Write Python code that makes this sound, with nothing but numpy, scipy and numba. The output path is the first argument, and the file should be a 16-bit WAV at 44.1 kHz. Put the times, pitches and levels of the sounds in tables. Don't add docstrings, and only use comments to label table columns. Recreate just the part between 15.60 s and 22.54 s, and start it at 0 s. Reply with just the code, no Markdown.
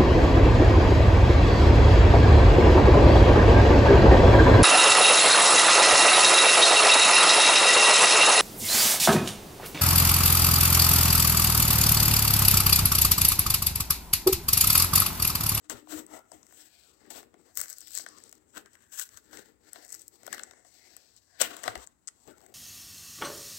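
import sys
import numpy as np
from scipy import signal
from scipy.fft import rfft, irfft
from scipy.io import wavfile
from scipy.ndimage import uniform_filter1d, map_coordinates
from numba import njit

SR = 44100
rng = np.random.default_rng(int(sys.argv[2]) if len(sys.argv) > 2 else 0)


def linear_from_db(decibels):
    return 10 ** (np.asarray(decibels, float) / 20)


def wrap_up_sound(samples):
    columns = np.atleast_2d(samples).T
    tamed = np.clip(columns, -1, 1)
    steps = np.round(tamed * 32767).astype(np.int16)
    wavfile.write(sys.argv[1], SR, steps)


N = 306054


def rubbing():
    t = np.arange(N) / SR
    crack_db, rasp_db, air_db, flap_db = hands(t)
    tearing = tear_share(t)
    breaks = fibre_breaks(tearing)
    heard = near_port(breaks)
    whistle = even(band(heard, 5300, 9400), crack_db + 4.5)
    rasp = even(finger_gap(breaks, t), rasp_db + 6.5)
    fizz = even(band(heard, 9400, 17000), air_db + 5.5)
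    board = even(gripped_board(breaks, tearing, t), flap_db + 3.5)
    return whistle + rasp + fizz + board + hollow(breaks, t) + rubs(breaks)


# t/s, crackle level/dB, rise/s, fall/s, bite/dB
DRAG_STROKES = [(0.351, -41, 0.079, 0.085, -3.5), (0.537, -51, 0.058, 0.084, 4.5),
                (1.021, -54, 0.2, 0.083, -12.5), (1.25, -64, 0.52, 0.25, -8.5),
                (1.572, -48, 0.071, 0.06, -1), (1.89, -68.5, 0.065, 0.071, 2.5),
                (2.0, -41.5, 0.035, 0.077, -11.5), (2.38, -40.5, 0.12, 0.065, -18.5),
                (2.62, -61.5, 0.22, 0.23, -8), (2.91, -64.5, 0.048, 0.096, -22),
                (2.972, -47.5, 0.029, 0.053, 2.5), (3.15, -65, 0.15, 0.068, -7),
                (3.233, -64, 0.052, 0.066, -6), (3.412, -37.5, 0.085, 0.058, -15),
                (3.351, -46, 0.051, 0.11, -14.5), (3.572, -54, 0.077, 0.039, -4.5),
                (3.63, -67, .06, 0.073, -10), (3.847, -62.5, 0.27, 0.06, -2),
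                (4.09, -61.5, 0.087, 0.15, -3), (4.189, -57, 0.063, 0.097, 3.5),
                (4.329, -52.5, 0.13, 0.18, -15.5), (4.697, -60.5, 0.12, 0.59, 0.5),
                (5.3, -70, 0.24, 0.33, 2), (5.55, -74, 0.18, 0.12, -19), (5.577, -63.5, .025, .025, -12),
                (3.712, -57, .004, .008, -1), (6.236, -55, 0.092, 0.025, -3.5),
                (6.793, -66, 0.068, 0.34, 2.5)]
# t/s, crackle level/dB, rise/s, fall/s, bite/dB
PULL_STROKES = [(.06, -67.5, 0.13, 0.062, -3), (0.099, -39, 0.006, 0.063, -0.5),
                (0.16, -49, 0.058, 0.055, 2), (0.733, -57.5, 0.074, 0.12, 0), (.82, -78, 0.59, 0.62, 6),
                (1.45, -70.5, 0.17, 0.25, 5.5), (1.508, -46.5, 0.012, 0.1, -5),
                (1.785, -68.5, 0.033, 0.61, -11), (1.979, -34, 0.022, 0.065, -16),
                (2.069, -49.5, 0.044, 0.4, -12.5), (2.47, -63.5, 0.15, 0.25, 2),
                (3.74, -50.5, 0.042, 0.14, -1), (4.56, -60, 0.076, 0.078, -7.5),
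                (4.74, -54.5, 0.038, 0.13, 7), (5.07, -62.5, 0.041, 1, -12.5),
                (5.767, -75.5, 0.15, 0.12, 9), (5.808, -31, 0.012, 0.062, -3),
                (5.817, -36, 0.015, 0.096, 0.5), (5.935, -58, 0.13, 0.1, 10.5),
                (6.022, -53, 0.29, 0.14, -13.5), (6.071, -49.5, 0.11, 0.14, 8), (6.16, -59, .05, 0.084, 12),
                (6.479, -54.5, 0.0083, 0.017, -15.5), (6.634, -64, 0.25, 0.075, -8),
                (6.687, -57, 0.065, 0.067, -0.5)]
# t/s, coarseness level/dB, thinness level/dB
CONTACT_TEXTURE = [(0, -8, -11), (.35, -8, -5), (.55, -22.5, -8.5), (1.17, -0.5, 0), (1.4, -5.5, -4.5),
                   (1.98, -7.5, -2.5), (2.4, 3, -3.5), (2.97, -8.5, -6), (3.4, -7.5, -3.5),
                   (4.3, -4.5, -4.5), (4.75, -3.5, -0.5), (4.97, -19, -16), (5.148, 2, -1),
                   (5.552, 4, -1.5), (5.799, 0.5, -6.5), (6.1, -8.5, -8.5), (6.501, -4.5, -7),
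                   (6.94, -17.5, -1.5)]
DRAG_CURVE, PULL_CURVE, SHIFT_CURVE = 1.69, 0.99, 1.23
RASP_PER_BITE, AIR_PER_BITE, AIR_PER_FORCE = 0.52, 0.24, 0.22
RASP_STEEP, FLAP_STEEP = 1.043, 1.106


def hands(t):
    db = np.vstack([strokes(DRAG_STROKES, DRAG_CURVE), strokes(PULL_STROKES, PULL_CURVE)])
    rows = np.array(DRAG_STROKES + PULL_STROKES)
    peak_db, bite_db = rows[:, 1, None], rows[:, 4, None]
    s, coarse_db, thin_db = np.transpose(CONTACT_TEXTURE)
    rasp_db = joint(peak_db + RASP_STEEP * (db - peak_db) + RASP_PER_BITE * bite_db)
    air_db = joint(db + AIR_PER_BITE * bite_db + AIR_PER_FORCE * (peak_db + 47.5))
    flap_db = joint(peak_db + FLAP_STEEP * (db - peak_db) + bite_db)
    return joint(db), rasp_db + np.interp(t, s, coarse_db), air_db + np.interp(t, s, thin_db), flap_db


# t/s, share/0-1
TEAR_SHARE = [(0, 0.3), (1.9, 0.09), (2.0, 0.45), (2.8, 0.29), (2.95, 0.56), (3.1, 0.36), (3.4, 0.68),
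              (3.65, 0.52), (4.3, 0.18), (4.7, 0.38), (5.0, 0.15), (5.85, 0.13), (6.94, 0.6)]


def tear_share(t):
    return np.clip(np.interp(t, *np.transpose(TEAR_SHARE)), 0, 1)


def fibre_breaks(tearing):
    slide = even(crackle(0.23, 0.38, 0.1), 0)
    tear = even(crackle(0.018, 1.8, 0.94), 0)
    jitter_db = (1.78 + 3.5 * tearing) * walk(60)
    return ((1 - tearing) * slide + tearing * tear) * linear_from_db(jitter_db)


def crackle(share, spread_db, smear_ms):
    excess = np.minimum(rng.exponential(size=N), 4.0)
    power = (rng.random(N) < share) * linear_from_db(2 * spread_db * excess)
    decay = np.exp(-1000 / (smear_ms * SR))
    return np.sqrt(signal.lfilter([1], [1, -decay], power)) * rng.standard_normal(N)


# f/Hz, level/dB
PORT_WHISTLE = [(2400, 3.5), (3500, -6), (5200, -0.5), (6900, 6), (7950, 14.5), (8600, 3.5), (9200, -7),
                (10500, -11), (12800, -1), (15500, -3.5)]


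def near_port(x):
    return tint(x, PORT_WHISTLE)


# t/s, f/Hz
FINGER_CAVITY = [(0, 3700), (.95, 3300), (1.15, 3860), (1.3, 3800), (1.42, 4730), (1.55, 3650), (2.1, 4540),
                 (2.3, 4370), (2.42, 4600), (3.0, 3300), (3.4, 3670), (4.3, 4553), (4.85, 4200),
                 (5.05, 4400), (5.72, 4800), (5.85, 3300), (6.94, 4130)]


def finger_gap(breaks, t):
    rasp_hz = np.interp(t, *np.transpose(FINGER_CAVITY)) * 1.04 ** walk(9)
    gap = near_port(breaks * np.sign(rng.standard_normal(N)))
    rasp = sweep(band(gap, 2300, 6000, order=2), rasp_hz, 1.6)
    return sweep(rasp, rasp_hz, 1.6)


# t/s, f/Hz
GRIP_PITCH = [(0, 1180), (.36, 1310), (.53, 855), (.75, 745), (1.03, 1750), (1.19, 1750), (1.3, 1220),
              (1.75, 733), (1.96, 1460), (2.39, 1740), (2.5, 1230), (4.2, 1554), (4.35, 1910), (4.6, 820),
              (4.73, 1800), (5.3, 2190), (5.8, 1413), (6.94, 720)]


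def gripped_board(breaks, tearing, t):
    board = wall(breaks) + flaps(breaks)
    flap_hz = np.interp(t, *np.transpose(GRIP_PITCH))
    gripped = sweep(sweep(board, flap_hz, 1.8), flap_hz, 1.8)
    return gripped + linear_from_db(6.5 - 30.4 * tearing) * board


# f/Hz, width/Hz, level/dB
WALL_MODES = [(463, 37, -12), (619, 173, 5.5), (741, 102, 7.5), (937, 116, -1)]


def wall(x):
    return ring(x, WALL_MODES)


# f/Hz, width/Hz, level/dB
FLAP_MODES = [(1167, 197, -4), (1458, 160, -1), (1817, 406, -2), (2178, 485, -7), (2480, 310, -14),
              (3300, 1900, -14.5)]


def flaps(x):
    return ring(x, FLAP_MODES)


# f/Hz, width/Hz, level/dB
HOLLOW_MODES = [(249.2, 42.5, -8.5), (306.3, 6.3, 10.5), (369, 138, -7.5)]
# t/s, level/dB, rise/s, fall/s
BOX_SHIFTS = [(.05, -71, 0.71, .45), (.103, -46.5, 0.0047, 0.14), (.164, -44, 0.061, 0.02),
              (.353, -45, 0.072, 0.13), (.541, -51.5, 0.067, 0.088), (.731, -57, 0.018, 0.1),
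              (1.03, -69.5, 0.94, 0.12), (1.33, -71, 0.22, 0.16), (1.574, -55.5, 0.22, 0.18),
              (1.785, -63, 0.15, 0.22), (1.99, -56.5, 0.036, 0.11), (2.47, -63, 0.41, 0.87),
              (2.975, -51.5, .025, 0.11), (3.57, -69.5, 0.36, 0.8), (3.745, -52.5, 0.072, 0.21),
              (4.081, -63, 0.13, 0.07), (4.188, -58, .05, 0.073), (4.338, -66, 0.09, 0.43),
              (4.73, -56, 0.23, 0.31), (5.372, -70.5, 0.53, 0.18), (5.819, -47.5, 0.026, 0.21),
              (6.074, -51, 0.11, 0.16), (6.164, -45.5, 0.077, 0.047), (6.686, -48, 0.025, 0.041),
              (6.85, -63, 0.35, 0.71)]


def hollow(breaks, t):
    hollow_db = joint(strokes(BOX_SHIFTS, SHIFT_CURVE))
    damping = np.interp(t, [0.45, 0.6], [0, -0.6])
    boom = ring(breaks, HOLLOW_MODES) - damping * ring(breaks, HOLLOW_MODES[1:2])
    rumble = band(rng.standard_normal(N), 53, 130, order=2)
    return linear_from_db(hollow_db) * level(boom, 4.78) + linear_from_db(0.66 * hollow_db) * level(rumble, -33.5)


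# t/s, level/dB, rise/s, fall/s, f/Hz
RUBBED_SPOTS = [(1.02, -73, 0.076, 0.15, 1800), (1.02, -52.5, 0.052, .04, 5640),
                (1.17, -67, .18, 0.17, 2350), (1.15, -63, .15, .25, 4300), (1.17, -64.5, .1, 0.23, 3450),
                (.56, -53.5, 0.085, 0.11, 1290), (1.03, -61, .1, .04, 3200), (1.32, -70, 0.07, .12, 1296),
                (1.46, -73, 0.066, .06, 1673), (1.55, -61, 0.017, .02, 4520), (2.06, -56, .06, 0.098, 2000),
                (1.99, -45, .03, .06, 1500), (5.88, -52, .05, .15, 1100), (6.72, -63.5, .06, .2, 1400),
                (2.273, -43.5, 0.0024, 0.0084, 3400), (2.3, -46, 0.1, 0.067, 5200),
                (2.55, -59, 0.12, 0.071, 1070), (3.07, -60.5, 0.036, 0.056, 1488),
                (3.16, -59, 0.016, 0.033, 1503), (3.24, -66.5, 0.054, 0.034, 1516),
                (3.415, -50, .04, 0.055, 3760), (3.555, -59, .06, 0.025, 1420),
                (3.37, -58, 0.097, 0.11, 1600), (4.1, -64, 0.059, .04, 2000),
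                (4.2, -63, 0.069, 0.069, 1500), (4.33, -61, 0.084, 0.056, 2010),
                (4.745, -51, 0.018, 0.016, 1800), (5.4, -69, .15, 0.12, 2300),
                (5.26, -65.5, 0.18, 0.088, 2080), (4.72, -55, 0.12, 0.16, 1960),
                (5.37, -68, 0.1, 0.049, 1700), (3.77, -60, .07, 0.11, 1600),
                (5.76, -67.5, 0.091, 0.046, 1700), (5.82, -40, 0.029, 0.065, 1844),
                (6.079, -36, .005, .012, 1107), (2.463, -51, .003, .012, 2960), (5.9, -59, .07, 0.16, 1600),
                (6.155, -40, .005, .01, 3010)]


def rubs(breaks):
    out = np.zeros(N)
    for (_, _, rise, fall, hz), db in zip(RUBBED_SPOTS, strokes(RUBBED_SPOTS, DRAG_CURVE)):
        width_hz = hz / 4.6 * (1 + np.exp(-(rise + fall) / 0.09))
        mode = [(hz, width_hz, 0)]
        spot = ring(ring(breaks, mode), mode)
        out += linear_from_db(joint(db[None])) * level(spot, 0)
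    return out


# t/s, peak level/dB, flap level/dB, wall level/dB
FILM_SNAPS = [(.5917, -43.5, -25, -2.5), (.9233, -48.5, -2.5, -3.5), (1.954, -38, -28, -29),
              (1.9724, -16, -18.5, -51), (2.0132, -18, -14.5, -53.5), (2.0998, -28.5, -25, -43),
              (2.1837, -31, -32, -49), (2.2723, -38, -13, -41), (2.3236, -38, -34, -35),
              (3.3947, -21.5, -15.5, -53), (4.1312, -30, -21, -44), (4.4803, -30.5, -57, -47),
              (4.665, -31, -8, -18), (4.6765, -42.5, 8, 6.5), (5.3658, -32.5, -19.5, -31),
              (5.9663, -32.5, -9.5, -21), (6.0337, -29.5, -8, -11.5)]
# t/s, peak level/dB, flap level/dB, wall level/dB
GLUE_SNAPS = [(.0973, -18.5, -18, -30), (.4647, -38, -27, -38), (1.5034, -33.5, -11, -26),
              (2.1278, -30, -17, -53), (2.4623, -40, 9, -5), (2.7262, -35, -12.5, -21),
              (2.9776, -32.5, -3.5, -12.5), (3.0589, -44, -4, -14), (3.572, -34, -12.5, -38),
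              (4.1578, -46, 5.5, 2), (4.3261, -26, -46, -33), (4.3937, -37, -35, -28),
              (4.6319, -41.5, -11, -10), (4.7273, -22, -5.5, -28), (4.7932, -36, 2, -17),
              (4.91, -42.5, -1.5, -8), (4.934, -62.5, 14.5, 12.5), (4.78, -40.5, 4.5, -10),
              (.908, -61, 6, -8), (5.5645, -41, -42, -43), (5.8137, -9, -12.5, -12.5),
              (5.8201, -15, -7, -25), (6.0774, -27, 8.5, 5), (6.1535, -33.5, 5.5, 2.2),
              (6.863, -42.5, -11.5, -19)]
# t/s, peak level/dB, flap level/dB, wall level/dB
FIBRE_SNAPS = [(.2723, -64.5, -7, 20), (.7172, -37, -22, -4), (.83, -41.5, -16, -22),
               (1.6285, -46.5, 1, -5.5), (1.7407, -55, 3, 4), (2.2152, -35, -23, -50),
               (2.3745, -17, -20.5, -40), (2.3955, -40, -1.5, -5), (2.487, -34, -29, -22),
               (2.584, -38.5, -19, -23), (2.6375, -37, -22, -39), (3.49, -40, -14.5, -30),
               (3.7296, -39, -2, -5.5), (3.7713, -34.5, -6.5, -19), (4.8339, -26.5, -13, -28),
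               (5.0484, -51, -5, -7), (5.8166, -9.5, -19, -16), (6.038, -29, -1, -15),
               (6.2723, -32, -23, -26), (6.6757, -43.5, -33, -5.5)]
# t/s, peak level/dB, flap level/dB, wall level/dB
NAIL_SKIPS = [
    (6.4737, -27, -25.5, -54),
    (6.4792, -24, -22, -52),
    (6.4847, -32, -10.5, -41),
]
# t/s, peak level/dB, flap level above it/dB
FILM_TICKS = [(0.8664, -44.5, -17), (1.4626, -53, -13), (1.9824, -37, -21), (1.9939, -27, -13),
              (2.0022, -23, -22), (2.03, -37, -15), (2.0364, -32, -15), (2.057, -36, -12.5),
              (2.082, -35, -18), (2.0928, -35, -25), (2.1053, -30, -32), (2.1374, -42, -17),
              (2.206, -32, -40), (2.2805, -35, -24), (2.3062, -36, -25), (2.3174, -33, -33),
              (2.333, -35, -25), (2.3453, -36, -31), (2.3512, -19.5, -32), (2.3854, -23, -24),
              (2.4004, -38, -16), (2.4174, -37, -25), (2.4214, -36, -26), (2.602, -46, -12),
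              (2.6937, -39, -44), (2.714, -44, -32), (2.7526, -47, -21), (2.7801, -54, -16),
              (2.9492, -46, -11), (3.1333, -48, -26), (3.1526, -47.5, -3), (3.222, -50, -19),
              (3.3232, -45, -15), (3.3343, -41, -27), (3.3881, -29.5, -17.5), (3.4544, -43, -21),
              (4.2482, -39.5, -17), (4.2644, -44, -19), (4.2797, -43, -21), (4.2934, -43, -23),
              (4.3033, -37, -24), (4.3104, -47, -17), (4.322, -30, -28), (4.3284, -34, -30),
              (4.337, -40, -16), (4.343, -28.5, -27), (4.3484, -30, -21), (4.3564, -47, -24),
              (4.3972, -41, -27), (4.4114, -46, -28), (4.4176, -37.5, -34), (4.745, -33.5, -9),
              (5.8012, -29, -10), (5.81, -23, -14), (6.1762, -41.5, -5), (6.2662, -42.5, -29),
              (6.7281, -57, -15), (6.781, -50, -8.5), (6.8046, -51, -9), (6.8142, -49, -18)]
FILM_AIR_DB, GLUE_AIR_DB, FIBRE_AIR_DB, NAIL_AIR_DB, TICK_AIR_DB = 0.8, -7.5, -18, -40, -5
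TICK_FLAP_DB, TICK_WALL_DB = 3.5, -14


def snaps():
    ticks = [(s, db, flap + TICK_FLAP_DB, flap + TICK_WALL_DB) for s, db, flap in FILM_TICKS]
    kinds = [(FILM_SNAPS, FILM_AIR_DB), (GLUE_SNAPS, GLUE_AIR_DB), (FIBRE_SNAPS, FIBRE_AIR_DB),
             (NAIL_SKIPS, NAIL_AIR_DB), (ticks, TICK_AIR_DB)]
    events = [(*row, db) for rows, db in kinds for row in rows]
    s, peak_db, flap_db, wall_db, air_db = np.transpose(events)[:, :, None]
    sample = np.arange(3000)
    fall_ms = 0.5 * 1.0145 ** (peak_db + 40.0) * 1.03 ** (flap_db + 17.5)
    fall = sample * 1000 / SR / fall_ms
    burst = rng.standard_normal((len(s), 3000)) * fall * np.exp(-fall)
    heard = near_port(burst)
    parts = [(band(heard, 4800, 9400), 0), (band(heard, 9400, 17000), air_db),
             (flaps(burst), flap_db), (wall(burst), wall_db)]
    shapes = 0
    for part, db in parts:
        unit = part / np.abs(part).max(axis=1, keepdims=True)
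        shapes = shapes + linear_from_db(peak_db + db + 4.5) * unit
    out = np.zeros(N + 3000)
    np.add.at(out, (s * SR).astype(int) + sample, shapes)
    return out[:N]


# t/s, peak level/dB, f/Hz
FLOOR_KNOCKS = [
    (0.13, -62, 40),
    (0.36, -62, 42),
    (0.14, -53.5, 116),
    (0.356, -55, 90.5),
    (0.75, -62, 87),
    (1.985, -55, 69.5),
    (3.548, -61.5, 89),
    (6.088, -51, 106),
    (6.168, -47.5, 63),
]


def thuds():
    out = np.zeros(N)
    for s, peak_db, hz in FLOOR_KNOCKS:
        t = np.clip(np.arange(N) / SR - s, 0, None)
        push = np.minimum(t / 0.0019, 1)
        decay = np.exp(-np.log(1000) * t / 0.16)
        out += linear_from_db(peak_db + 8) * push * decay * np.sin(2 * np.pi * hz * t)
    return band(out, 30, 360, order=2)


# f/Hz, level/dB
FAR_PORT_TONE = [(60, -22), (300, -14.5), (900, -11), (2200, -8), (3700, -13.5), (5300, -16.5),
                 (6900, -20.5), (7950, -28.5), (9200, -14.5), (10500, -9), (13000, -14)]


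def far_port(near, echo):
    late = np.roll(near, 21)
    far = linear_from_db(-23) * late + linear_from_db(-2.5) * echo
    far += linear_from_db(-4.0) * band(late, 140, 830, order=1)
    return tint(far, FAR_PORT_TONE)


def room(near):
    t = np.arange(SR // 2) / SR
    t60_s = np.array([[0.076], [0.26]])
    decay = np.minimum(t / 0.0027, 1) * np.exp(-np.log(1000) * t / t60_s)
    echo = rng.standard_normal((2, 2, len(t))) * decay
    echo /= np.sqrt(np.sum(echo ** 2, axis=2, keepdims=True))
    moved = map_coordinates(near, [np.arange(N) + 8 * walk(4)], order=3)
    turn = 1.71 * walk(3)
    first = signal.fftconvolve((moved * np.cos(turn))[None], echo[0], axes=1)
    second = signal.fftconvolve((moved * np.sin(turn))[None], echo[1], axes=1)
    return (first + second)[:, :N]


# f/Hz, level/dB per Hz
LEFT_AIR = [(25, -29.5), (60, 8.5), (150, -1), (280, 2.5), (500, -8), (1500, -10.5), (3500, -28.5),
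            (6000, -19), (7900, -7), (9200, -23), (16000, -36)]
# f/Hz, level/dB per Hz
RIGHT_AIR = [(25, -57.5), (60, -1), (150, -13.5), (280, -12), (500, -16), (1500, -19), (3500, -39),
             (6000, -32), (7900, -35), (9200, -34.5), (16000, -26)]


def air():
    left, other = rng.standard_normal((2, N))
    right = band(left, 17, 330, order=1) + 1.83 * other
    sway = linear_from_db(0.47 * walk(6.2) + 1.1 * walk(20))
    return level(np.array([tint(left, LEFT_AIR), tint(right, RIGHT_AIR)]), -72.5) * sway


def strokes(rows, curve):
    s, db, rise, fall = np.transpose(rows)[:4, :, None]
    late = np.arange(0, N + 64, 64) / SR - s
    return db - 20 * np.where(late < 0, -late / np.abs(rise), late / np.abs(fall)) ** curve


def joint(db):
    total = 10 * np.log10(np.sum(linear_from_db(2 * db), axis=0) + 1e-11)
    return np.interp(np.arange(N) / 64, np.arange(len(total)), total)


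def even(x, db):
    return linear_from_db(db) * x / np.sqrt(uniform_filter1d(x ** 2, 5000))


def level(x, db):
    return x * linear_from_db(db) / np.sqrt(np.mean(x ** 2))


def walk(rate):
    hold = int(SR / rate)
    steps = np.repeat(rng.standard_normal(N // hold + 1), hold)
    return uniform_filter1d(steps, hold)[:N]


def tint(x, table):
    hz, db = np.transpose(table)
    grid_hz = np.arange(2049) * SR / 4096 + 1
    log_gain = np.interp(np.log(grid_hz), np.log(hz), db) * np.log(10) / 20
    cepstrum = irfft(log_gain)
    cepstrum[1:2048] *= 2
    cepstrum[2049:] = 0
    impulse = irfft(np.exp(rfft(cepstrum)))[:2048]
    impulse = impulse.reshape((1,) * (x.ndim - 1) + (-1,))
    return signal.fftconvolve(x, impulse, axes=-1)[..., :x.shape[-1]]


def band(x, lo_hz, hi_hz, order=3):
    return signal.sosfilt(signal.butter(order, [lo_hz, hi_hz], "band", fs=SR, output="sos"), x)


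def ring(x, modes):
    out = 0
    for k, (hz, width, db) in enumerate(modes):
        b, a = signal.iirpeak(hz, hz / width, SR)
        out = out + (-1) ** k * linear_from_db(db) * signal.lfilter(b, a, x)
    return out


@njit
def sweep(x, hz, sharp):
    y = np.empty(len(x))
    b, l, k = 0., 0., 1 / sharp
    for i in range(len(x)):
        g = np.tan(np.pi * hz[i] / SR)
        v = (b + g * (x[i] - l)) / (1 + g * (g + k))
        b, l, y[i] = 2 * v - b, l + 2 * g * v, k * v
    return y


def scene():
    near = rubbing() + snaps() + thuds()
    echo = room(near)
    return np.array([near + linear_from_db(-17) * echo[0], far_port(near, echo[1])]) + air()


def top_cut(x):
    return signal.sosfilt(signal.butter(12, 17160, fs=SR, output="sos"), x)


def record(dry):
    cut = signal.sosfilt(signal.ellip(8, 0.2, 60, 15900, fs=SR, output="sos"), dry)
    return top_cut(cut)


dry = scene()
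out = record(dry)
wrap_up_sound(out)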